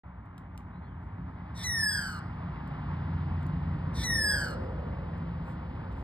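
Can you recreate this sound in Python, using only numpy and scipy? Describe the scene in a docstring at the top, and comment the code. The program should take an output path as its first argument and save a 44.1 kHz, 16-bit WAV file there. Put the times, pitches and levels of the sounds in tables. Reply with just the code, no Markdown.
"""Magpie calling in a yard

A magpie on bare ground beside a cabin gives two falling calls, a few metres away. Each starts as a rasp, snaps
into a clear whistle and breaks into a buzz: sine partials of a moving pitch, roughened by the two sides of the
syrinx, with coloured noise for torn air. Delays and noise tails echo the calls and the faint ticks of grit close by.
Wavering sines make a far engine and drone, filtered noise the traffic and hiss, thin sliding sines a far bird."""
import sys
import numpy as np
from scipy import signal
from scipy.fft import rfft, irfft, next_fast_len
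from scipy.io import wavfile
from scipy.ndimage import map_coordinates

SR = 44100
rng = np.random.default_rng(int(sys.argv[2]) if len(sys.argv) > 2 else 0)


def wav_out(sig):
    """Save sig, one row per channel (or a flat mono array), as 16-bit PCM at SR to the path in sys.argv[1]."""
    wavfile.write(sys.argv[1], SR, np.round(np.clip(np.atleast_2d(sig).T, -1, 1) * 32767).astype(np.int16))


N = 266011
T = np.arange(N) / SR
SIZE = next_fast_len(N + SR // 10, True)  # padded, so filters do not wrap round
FREQS = np.fft.rfftfreq(SIZE, 1 / SR)

# Traffic that draws nearer, then holds; the layers add their own trims. Each row: time in seconds,
# then the levels of deepest rumble, exhaust rumble, tyre roar and high hiss, all in dB.
TRAFFIC_LEVELS = [(0, -50.5, -50, -59, -108), (1.5, -50, -42.5, -54.5, -71.5), (2.3, -48, -40.5, -51, -68),
                  (3, -44.5, -38, -48.5, -63), (4.1, -40, -36.5, -51, -65.5),
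                  (6.03, -42, -40.5, -52, -66.5)]


def magpie(call):
    """One call: the two sides of the syrinx grind, lock into a whistle, then lose and regain lock in a rattle."""
    # Overtones; the windpipe favours the odd ones. Each row: multiple of the pitch, level in dB.
    odd_series = [(3, 0), (5, -9.5), (7, -24), (9, -42)]
    even_series = [(2, 0), (4, -17)]
    # Weak top overtones that swell with the odd ones. Each row: multiple of the pitch, level in dB.
    edge_series = [(4, -32), (6, -26), (8, -26)]
    # Air rushing through the resonances of windpipe and beak. Each row: frequency in Hz, gain in dB.
    rasp_air = [(1200, -15), (2000, 4.5), (2800, -13), (3700, 4), (4600, 5), (5500, 13), (6200, 1),
                (6900, -23.5), (7600, -1.5), (8700, 7), (9800, -2.5), (10600, -15.5), (12000, -7),
                (14000, -4.5), (15000, -35)]
    # Windpipe and beak darken the valleys between resonances. 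Each row: frequency in Hz, gain in dB.
    beak = [(2200, 0), (2700, -5), (3300, 0.5), (6300, -2.5), (7200, -12), (7800, 1)]
    grind_hz, rattle_rise_hz_per_s = 431.6, 70  # pitch difference of the two sides in the rasp, in Hz; rise of their beat in the buzz, in Hz per second
    grind_depth, gap_depth = .51, .7
    grind_swing, rasp_jitter, buzz_jitter = .42, .55, .25  # phase, radians
    waver_db, overtone_waver_db, waver_hz = 1.8, 1.1, 40
    upper_db, lower_db, above_db = -8, -9, -12  # second side in the rasp, beat lines below and above in the buzz
    fundamental_sag_hz, octave_lag_hz = 44.5, 69.5  # below and above the falling buzz, 0.3 s into it
    air_db = -1

    start, clears, breaks, ends = call[:4]
    rattle_hz = call[-1]
    hz, levels = gesture(*call[:-1])
    sounding = step(start + .018, .014) * (1 - step(ends, .0093))  # dies away rather than stops
    base, even, odd = undb(levels) * sounding
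    hoarse = 1 - step(clears, .008)
    buzz = step(breaks, .0014)
    fading = np.clip(T - breaks, 0, .3)
    spent = fading / (ends - breaks)

    grind = turn(grind_hz * (1 + .16 * walk(150)))
    beat_hz = rattle_hz + rattle_rise_hz_per_s * fading
    beat = turn(buzz * beat_hz * (1 + .03 * walk(70)))
    # the rattle follows the beat of the two sides, but stumbles more and more as the pressure falls
    rattle = beat + (.25 + 1.3 * spent) * walk(110)
    gap = buzz * (.5 + .5 * np.tanh(2.5 * (-np.cos(rattle) - .25 + .35 * walk(120))))
    loose = np.maximum(hoarse, gap)

    unrest = grind_swing * loose * np.sin(grind)
    unrest += (rasp_jitter * hoarse + buzz_jitter * gap) * walk(380)
    unrest += (.015 + .08 * buzz) * walk(90)
    # every pulse of the rattle pulls the pitch along and lets it slip back
    unrest += .75 * buzz * (1 - .5 * spent) * (np.sin(rattle) - .4 * np.sin(2 * rattle))
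    throb = (1 - gap_depth * gap) * (1 + grind_depth * loose * np.cos(grind))

    phase = turn(hz)
    drift = (fading / .3) ** 2
    low = phase - turn(fundamental_sag_hz * drift)
    # the second side sings above the first in the rasp; in the buzz their beat puts a line on either side
    flanks = undb(lower_db) * np.sin(low - beat) + undb(above_db) * np.sin(low + beat)
    flanks *= undb(29 * fading)
    twin = hoarse * undb(upper_db) * np.sin(phase + grind + 2 * unrest) + buzz * flanks
    first_side = np.sin(low + fade(.1, 1, hoarse) * unrest)
    fundamentals = base * undb(waver_db * walk(waver_hz)) * (first_side + twin)

    bright = odd * undb(overtone_waver_db * walk(waver_hz)) * throb
    bright *= overtones(phase + .6 * unrest, odd_series + edge_series)
    # the octave grinds in the rasp but stays a clear line through the buzz, where it falls a little less
    octave_phase = phase + fade(.15, .65, hoarse) * unrest + turn(octave_lag_hz * drift)
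    octave = even * fade(1, throb, hoarse) * overtones(octave_phase, even_series)

    # air leaks in uneven spurts while the membranes are unsettled
    spurts = unit(undb(3.5 * walk(350)))
    leak = odd * undb(air_db) * hoarse * throb * noise(rasp_air)
    leak += sounding * buzz * torn_air(spent, gap, grind)
    return colour(np.sqrt(2) * (fundamentals + bright + octave) + spurts * leak, beak)


def gesture(start, clears, breaks, ends, whistle_hz, rasp_db, voice_db):
    """Pitch and partial levels of a call: a swelling rasp, a gliding whistle, a dying buzz."""
    # Base strength of each voice, before the call's own level and the swells.
    # Columns: fundamental, even overtones and odd overtones, all in dB.
    rasp_strength = (-46, -42.5, -44.5)
    whistle_strength = (-28.5, -38.5, -30)
    buzz_strength = (-33, -48.5, -29)
    # Loss of each part by the end of the buzz. Columns: fundamental, even and odd overtones, in dB.
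    buzz_loss = (16.5, 10, 28)
    rasp_hz, rasp_sag_hz_per_s = 1935, 1800
    overshoot_hz, settle_s, glide_s = 133.6, .013, 1.515  # the times are time constants
    whistle_swell_db, overtone_swell_db, swell_s = 11, 5.5, .11
    octave_fade_db_per_s, octave_lead_s = 129, .022  # the octave fades, then returns just before the buzz
    buzz_hz, buzz_fall_hz, buzz_fade_power = 1691, 324.5, 1.19
    lock_s, bend_s = .007, .0052  # rasp slides into whistle; pitch bends as the second side joins

    rasping = np.clip(T - start, 0, clears - start)
    whistling = np.clip(T - clears, 0, breaks - clears)
    spent = np.clip((T - breaks) / (ends - breaks), 0, 1)
    locked = step(clears - .004, lock_s)
    buzzing = step(breaks - .003, .002)

    glide = whistle_hz * np.exp(-whistling / glide_s) + overshoot_hz * np.exp(-whistling / settle_s)
    hz = fade(rasp_hz - rasp_sag_hz_per_s * rasping, glide, locked)
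    hz = fade(hz, buzz_hz - buzz_fall_hz * spent, step(breaks - .004, bend_s))

    rasp_swell = fade(.1, .93, rasping / (clears - start))
    rasp = np.c_[list(rasp_strength)] + rasp_db + 20 * np.log10(rasp_swell)
    young = np.exp(-whistling / swell_s)
    held_back = np.array([whistle_swell_db * young, octave_fade_db_per_s * whistling, overtone_swell_db * young])
    whistle = np.c_[list(whistle_strength)] - held_back
    # the level falls ever faster as the air runs out
    buzz = np.c_[list(buzz_strength)] - np.outer(buzz_loss, spent ** buzz_fade_power)
    handover = np.array([buzzing, step(breaks - octave_lead_s, .018), buzzing])
    return hz, fade(fade(rasp, whistle + voice_db, locked), buzz + voice_db, handover)


def torn_air(spent, gap, grind):
    """The coarse rush of the buzz: it bursts out in the gaps of the rattle and sinks as the beak closes."""
    # Air torn by the buzz, in the resonances of the open beak. 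Each row: frequency in Hz, gain in dB.
    open_beak = [(1200, -19), (2000, -13), (2700, -20.5), (3900, -18), (4500, -5.5), (5200, 5.5),
                 (5700, 0.5), (6300, -1), (6750, 1.5), (7150, -21.5), (7700, -5), (8400, 1.5), (10000, -5),
                 (10700, -22), (11500, -15), (13500, -10), (14300, -13), (15000, -32)]
    air_db, air_fade_db = -46, 15.5
    closing = .075  # share by which the resonances sink
    # reading the noise ever more slowly lowers its resonances
    rush = map_coordinates(noise(open_beak), [np.cumsum(1 - closing * spent)], order=3, mode="mirror")
    bursts = (.6 + .75 * gap) * (1 + .6 * np.cos(grind))
    return rush * bursts * undb(air_db - air_fade_db * spent ** 2)


def grit():
    """Noise ticks, each a short crack with a faint trickle after it; soft scuffs swell and fade."""
    # Ticks of grit, before the trim tick_db. Each row: start in seconds, level in dB.
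    ticks = [(0.38, -40.5), (0.577, -35.5), (2.676, -48.5), (3.4129, -56), (3.429, -46.5), (3.4663, -44.5),
             (4.641, -54.5)]
    # Soft scuffs on the ground. Each row: middle in seconds, half length in seconds, level in dB.
    scuffs = [(0.258, 0.0028, -74), (1.04, 0.023, -82), (5.18, 0.0058, -69), (5.497, 0.048, -67.5),
              (5.926, 0.009, -70), (6.006, 0.053, -71)]
    # Colour of grit. Each row: frequency in Hz, gain in dB.
    grit_spectrum = [(1000, 6), (3000, 9), (4800, 0.5), (6000, 0.5), (8000, 1), (10500, -3), (13000, -3.5),
                     (16000, 2)]
    crack_s, tail_s = .0015, .022  # decay time constants
    tail_db, tick_db = -20, -8
    envelope = sum(undb(db) * np.exp(-((T - at) / length) ** 2) for at, length, db in scuffs)
    for at, db in ticks:
        age = np.maximum(T - at, 0)
        decay = np.exp(-age / crack_s) + undb(tail_db) * np.exp(-age / tail_s)
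        envelope += (T > at) * undb(db + tick_db) * decay
    return envelope * noise(grit_spectrum)


def yard(x):
    """Walls throw back echoes, ground a quick scatter, trees a thin tail; the beak beams treble away from them."""
    # Echoes of the cabin wall and of farther buildings.
    # Each row: delay on the left in seconds, delay on the right in seconds, level in dB.
    echoes = [(.029, .02896, -6.5), (.1, .10007, -12)]
    tail_db, tail_t60 = -7, .6  # trees; t60 in seconds
    close_db, close_t60 = -15, .13  # ground
    dull = colour(x, [(1000, 0), (1900, 0), (3500, -7), (5000, -8), (8500, -17), (14000, -22)])
    # clean reflections keep mostly the fundamental; the overtones scatter
    mirrored = colour(dull, [(2200, 0), (5000, -9)])
    walls = 0
    for *delays, db in echoes:
        walls = walls + undb(db) * np.array([np.interp(T - delay, T, mirrored) for delay in delays])
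    tail = scatter(colour(dull, [(2000, -2), (3500, -1.5)]), tail_t60)
    close = scatter(colour(dull, [(2000, -6), (4500, 4), (8500, 3), (14000, 0)]), close_t60)
    return walls + undb(tail_db) * tail + undb(close_db) * close


def scatter(x, t60):
    """A diffuse tail of decaying noise, partly alike in both ears."""
    t = T[:SR]
    envelope = undb(-60 * t / t60) * (1 - np.exp(-t / .0061))
    shared, left, right = rng.standard_normal((3, SR)) * envelope
    responses = (shared + left, shared + right)
    return np.array([signal.fftconvolve(x, h / np.linalg.norm(h))[:N] for h in responses])


def traffic():
    """Low exhaust rumble, the roar of tyres and their hum, which swells as a vehicle goes by."""
    # Colours of deepest rumble, exhaust rumble, tyre roar and tyre hum.
    # Each row: frequency in Hz, gain in dB.
    deep_spectrum = [(20, -61), (33, -35), (45, 15), (58, 24.5), (72, 24.5), (100, -11), (200, -54)]
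    rumble_spectrum = [(45, -18.5), (72, 1.5), (92, 3), (120, 2.5), (160, -1), (200, -4), (260, -5.5),
                       (320, -13), (420, -18.5), (700, -69)]
    roar_spectrum = [(200, -13), (400, -10.5), (600, -4), (900, 2.5), (1200, -2), (1600, -7), (2050, -10.5),
                     (2600, -21.5), (3500, -29.5), (5000, -44.5), (6200, -64), (14000, -71.5)]
    hum_spectrum = [(250, -57.5), (350, -6), (450, -8.5), (515, 0.5), (570, -5), (640, -8), (900, -23),
                    (1500, -90.5)]
    # Vehicles going by with humming tyres. Each row: nearest moment in seconds, level there in dB.
    passes = [(4.58, -43), (6.03, -54.5)]
    pass_s = .37  # from the nearest point to half the strength
    roar_db = 3
    deep, rumble, roar, _ = curves(TRAFFIC_LEVELS)
    swell = sum(undb(db) / (1 + ((T - at) / pass_s) ** 2) for at, db in passes)
    return (wide(deep_spectrum) * undb(deep)
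            + wide(rumble_spectrum) * undb(rumble + .74 * walk(5.6))
            + wide(roar_spectrum) * undb(roar + roar_db + .94 * walk(26))
            + wide(hum_spectrum) * swell)


def engine():
    """Sine tones of a far engine and of a second drone, wavering on their way through the air."""
    # Engine tones, before the trims below. Each row: time in seconds,
    # firing line in dB, second harmonic in dB.
    engine_levels = [(0, -56.5, -50.5), (1, -45.5, -48), (2.7, -46.5, -44.5), (3.3, -32, -41),
                     (3.9, -40, -36.5), (4.5, -45.5, -47), (5.2, -41.5, -37.5), (6.03, -45, -48.5)]
    # A second drone in the traffic, before its trim. Each row: time in seconds, level in dB.
    drone_levels = [(0, -63.5), (2.4, -51), (2.8, -37.5), (3.6, -37.5), (4.1, -48), (6.03, -45.5)]
    firing_hz, firing_sag_hz_per_s, drone_hz = 90, 1, 147.9
    firing_db, second_db, drone_db = -1, -3, -2
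    hz = firing_hz - firing_sag_hz_per_s * T
    first, second = curves(engine_levels)
    drone, = curves(drone_levels)
    lines = ((hz, first + firing_db), (2 * hz, second + second_db), (drone_hz, drone + drone_db))
    tones = 0
    for pitch, db in lines:
        tones = tones + undb(db + 2 * walk(11)) * np.sin(turn(pitch * (1 + .01223 * walk(6.57))))
    return np.sqrt(2) * tones


def hiss():
    """Smooth far noise that grows with the traffic."""
    # Colour of the hiss. Each row: frequency in Hz, gain in dB.
    hiss_spectrum = [(1500, -7.5), (2600, 6.5), (3600, -0.5), (5000, -5), (6200, -26), (9000, -32.5),
                     (14000, -41)]
    return wide(hiss_spectrum) * undb(curves(TRAFFIC_LEVELS)[-1])


def far_bird():
    """Thin sliding sine whistles, blurred by distance as a random wander of phase."""
    # Notes of a small bird far off. Each row: middle in seconds, half length in seconds,
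    # pitch at the middle in Hz, slide in Hz per second, level in dB.
    notes = [(.765, .035, 3980, 3999, -79), (.855, .03, 4220, 4999, -79), (.895, .065, 3250, -4000, -76),
             (.755, .04, 2510, 4500, -76)]
    blur = 1.2  # radians
    song = 0
    for at, length, hz, slide, db in notes:
        swell = undb(db) * np.exp(-((T - at) / length) ** 2)
        song = song + swell * np.sin(turn(hz + slide * (T - at)) + blur * walk(150))
    return np.sqrt(2) * song


def wide(spectrum):
    """Noise from all around: its likeness in the two ears varies with frequency."""
    # Likeness of the traffic at the two ears. Each row: frequency in Hz, correlation from 0 to 1.
    likeness = [(60, 1), (150, 0.99), (290, 0.92), (550, 0.32), (1000, 1), (2200, 0.82), (5000, 1)]
    alike = np.clip(across(likeness), 0, 1)
    gain = undb(across(spectrum))
    mid = shaped(rng.standard_normal(N), gain * np.sqrt(1 + alike))
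    side = shaped(rng.standard_normal(N), gain * np.sqrt(1 - alike))
    return unit(np.array([mid + side, mid - side]))


def undb(db):
    """Decibels to gain."""
    return 10 ** (np.asarray(db) / 20)


def unit(x):
    """Scale to rms 1."""
    return x / np.sqrt(np.mean(x ** 2))


def curves(table):
    """The columns of a timed table, one value a sample."""
    s, *columns = np.transpose(table)
    return [np.interp(T, s, c) for c in columns]


def across(points):
    """Join (Hz, value) points on a log-frequency axis."""
    hz, value = np.transpose(points)
    return np.interp(np.log(FREQS + 1), np.log(hz), value)


def shaped(x, gain):
    """Filter by one gain for each frequency."""
    return irfft(rfft(x, SIZE) * gain, SIZE)[..., :N]


def colour(x, spectrum):
    """Filter by a (Hz, dB) spectrum."""
    return shaped(x, undb(across(spectrum)))


def noise(spectrum):
    """Coloured noise of rms 1."""
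    return unit(colour(rng.standard_normal(N), spectrum))


def walk(rate):
    """Smooth random wander of rms 1 that changes about rate times a second."""
    return unit(shaped(rng.standard_normal(N), 1 / (1 + (FREQS / rate) ** 4)))


def turn(hz):
    """Running phase of a moving frequency."""
    return 2 * np.pi * np.cumsum(hz) / SR


def overtones(phase, series):
    """Sum of (multiple, dB) partials of one running phase."""
    return sum(undb(db) * np.sin(round(k) * phase) for k, db in series)


def step(at, length):
    """A smooth switch from 0 to 1."""
    return .5 + .5 * np.tanh((T - at) / length)


def fade(a, b, share):
    """Pass from a to b as share goes from 0 to 1."""
    return a + (b - a) * share


def scene():
    """The magpie and the ticks of grit with their echoes, over the traffic and the small sounds of the yard."""
    # The calls. Each row: start in seconds, rasp clears in seconds, buzz starts in seconds,
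    # end in seconds, whistle pitch before its overshoot and glide in Hz, trim of the rasp in dB,
    # trim of whistle and buzz in dB, rattle rate as the buzz starts in Hz.
    calls = [(1.537, 1.644, 1.914, 2.195, 1976, -3, -1.5, 140.6),
             (3.929, 4.041, 4.309, 4.549, 1961, 0.5, -0.4, 133)]
    near = sum(magpie(call) for call in calls) + grit()
    return near + yard(near) + traffic() + engine() + hiss() + far_bird()


def record(dry):
    """A phone's stereo widening: sound opens after a moment, phase shifts between channels, the top is cut."""
    # Phase by which the left channel leads. Each row: frequency in Hz, lead in radians.
    widening = [(0, 0), (300, -.1), (650, -1), (1650, -.8), (2000, .8), (2550, 2.4), (3600, 1), (4600, 1.4),
                (5050, 1.35), (5800, 3.1), (6800, 4.5), (7200, 6.2), (8100, 6.3), (10150, 9.4),
                (13000, 13.1), (16000, 18.2)]
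    top_hz = 14600
    lead = np.interp(FREQS, *np.transpose(widening))
    running = step(.036, .001) * (1 - step(T[-1] - .003, .001))
    stereo = shaped(dry * running, np.exp(.5j * np.array([lead, -lead])))
    return signal.sosfilt(signal.ellip(8, .2, 70, top_hz, fs=SR, output="sos"), stereo)


dry = scene()
out = record(dry)
wav_out(out)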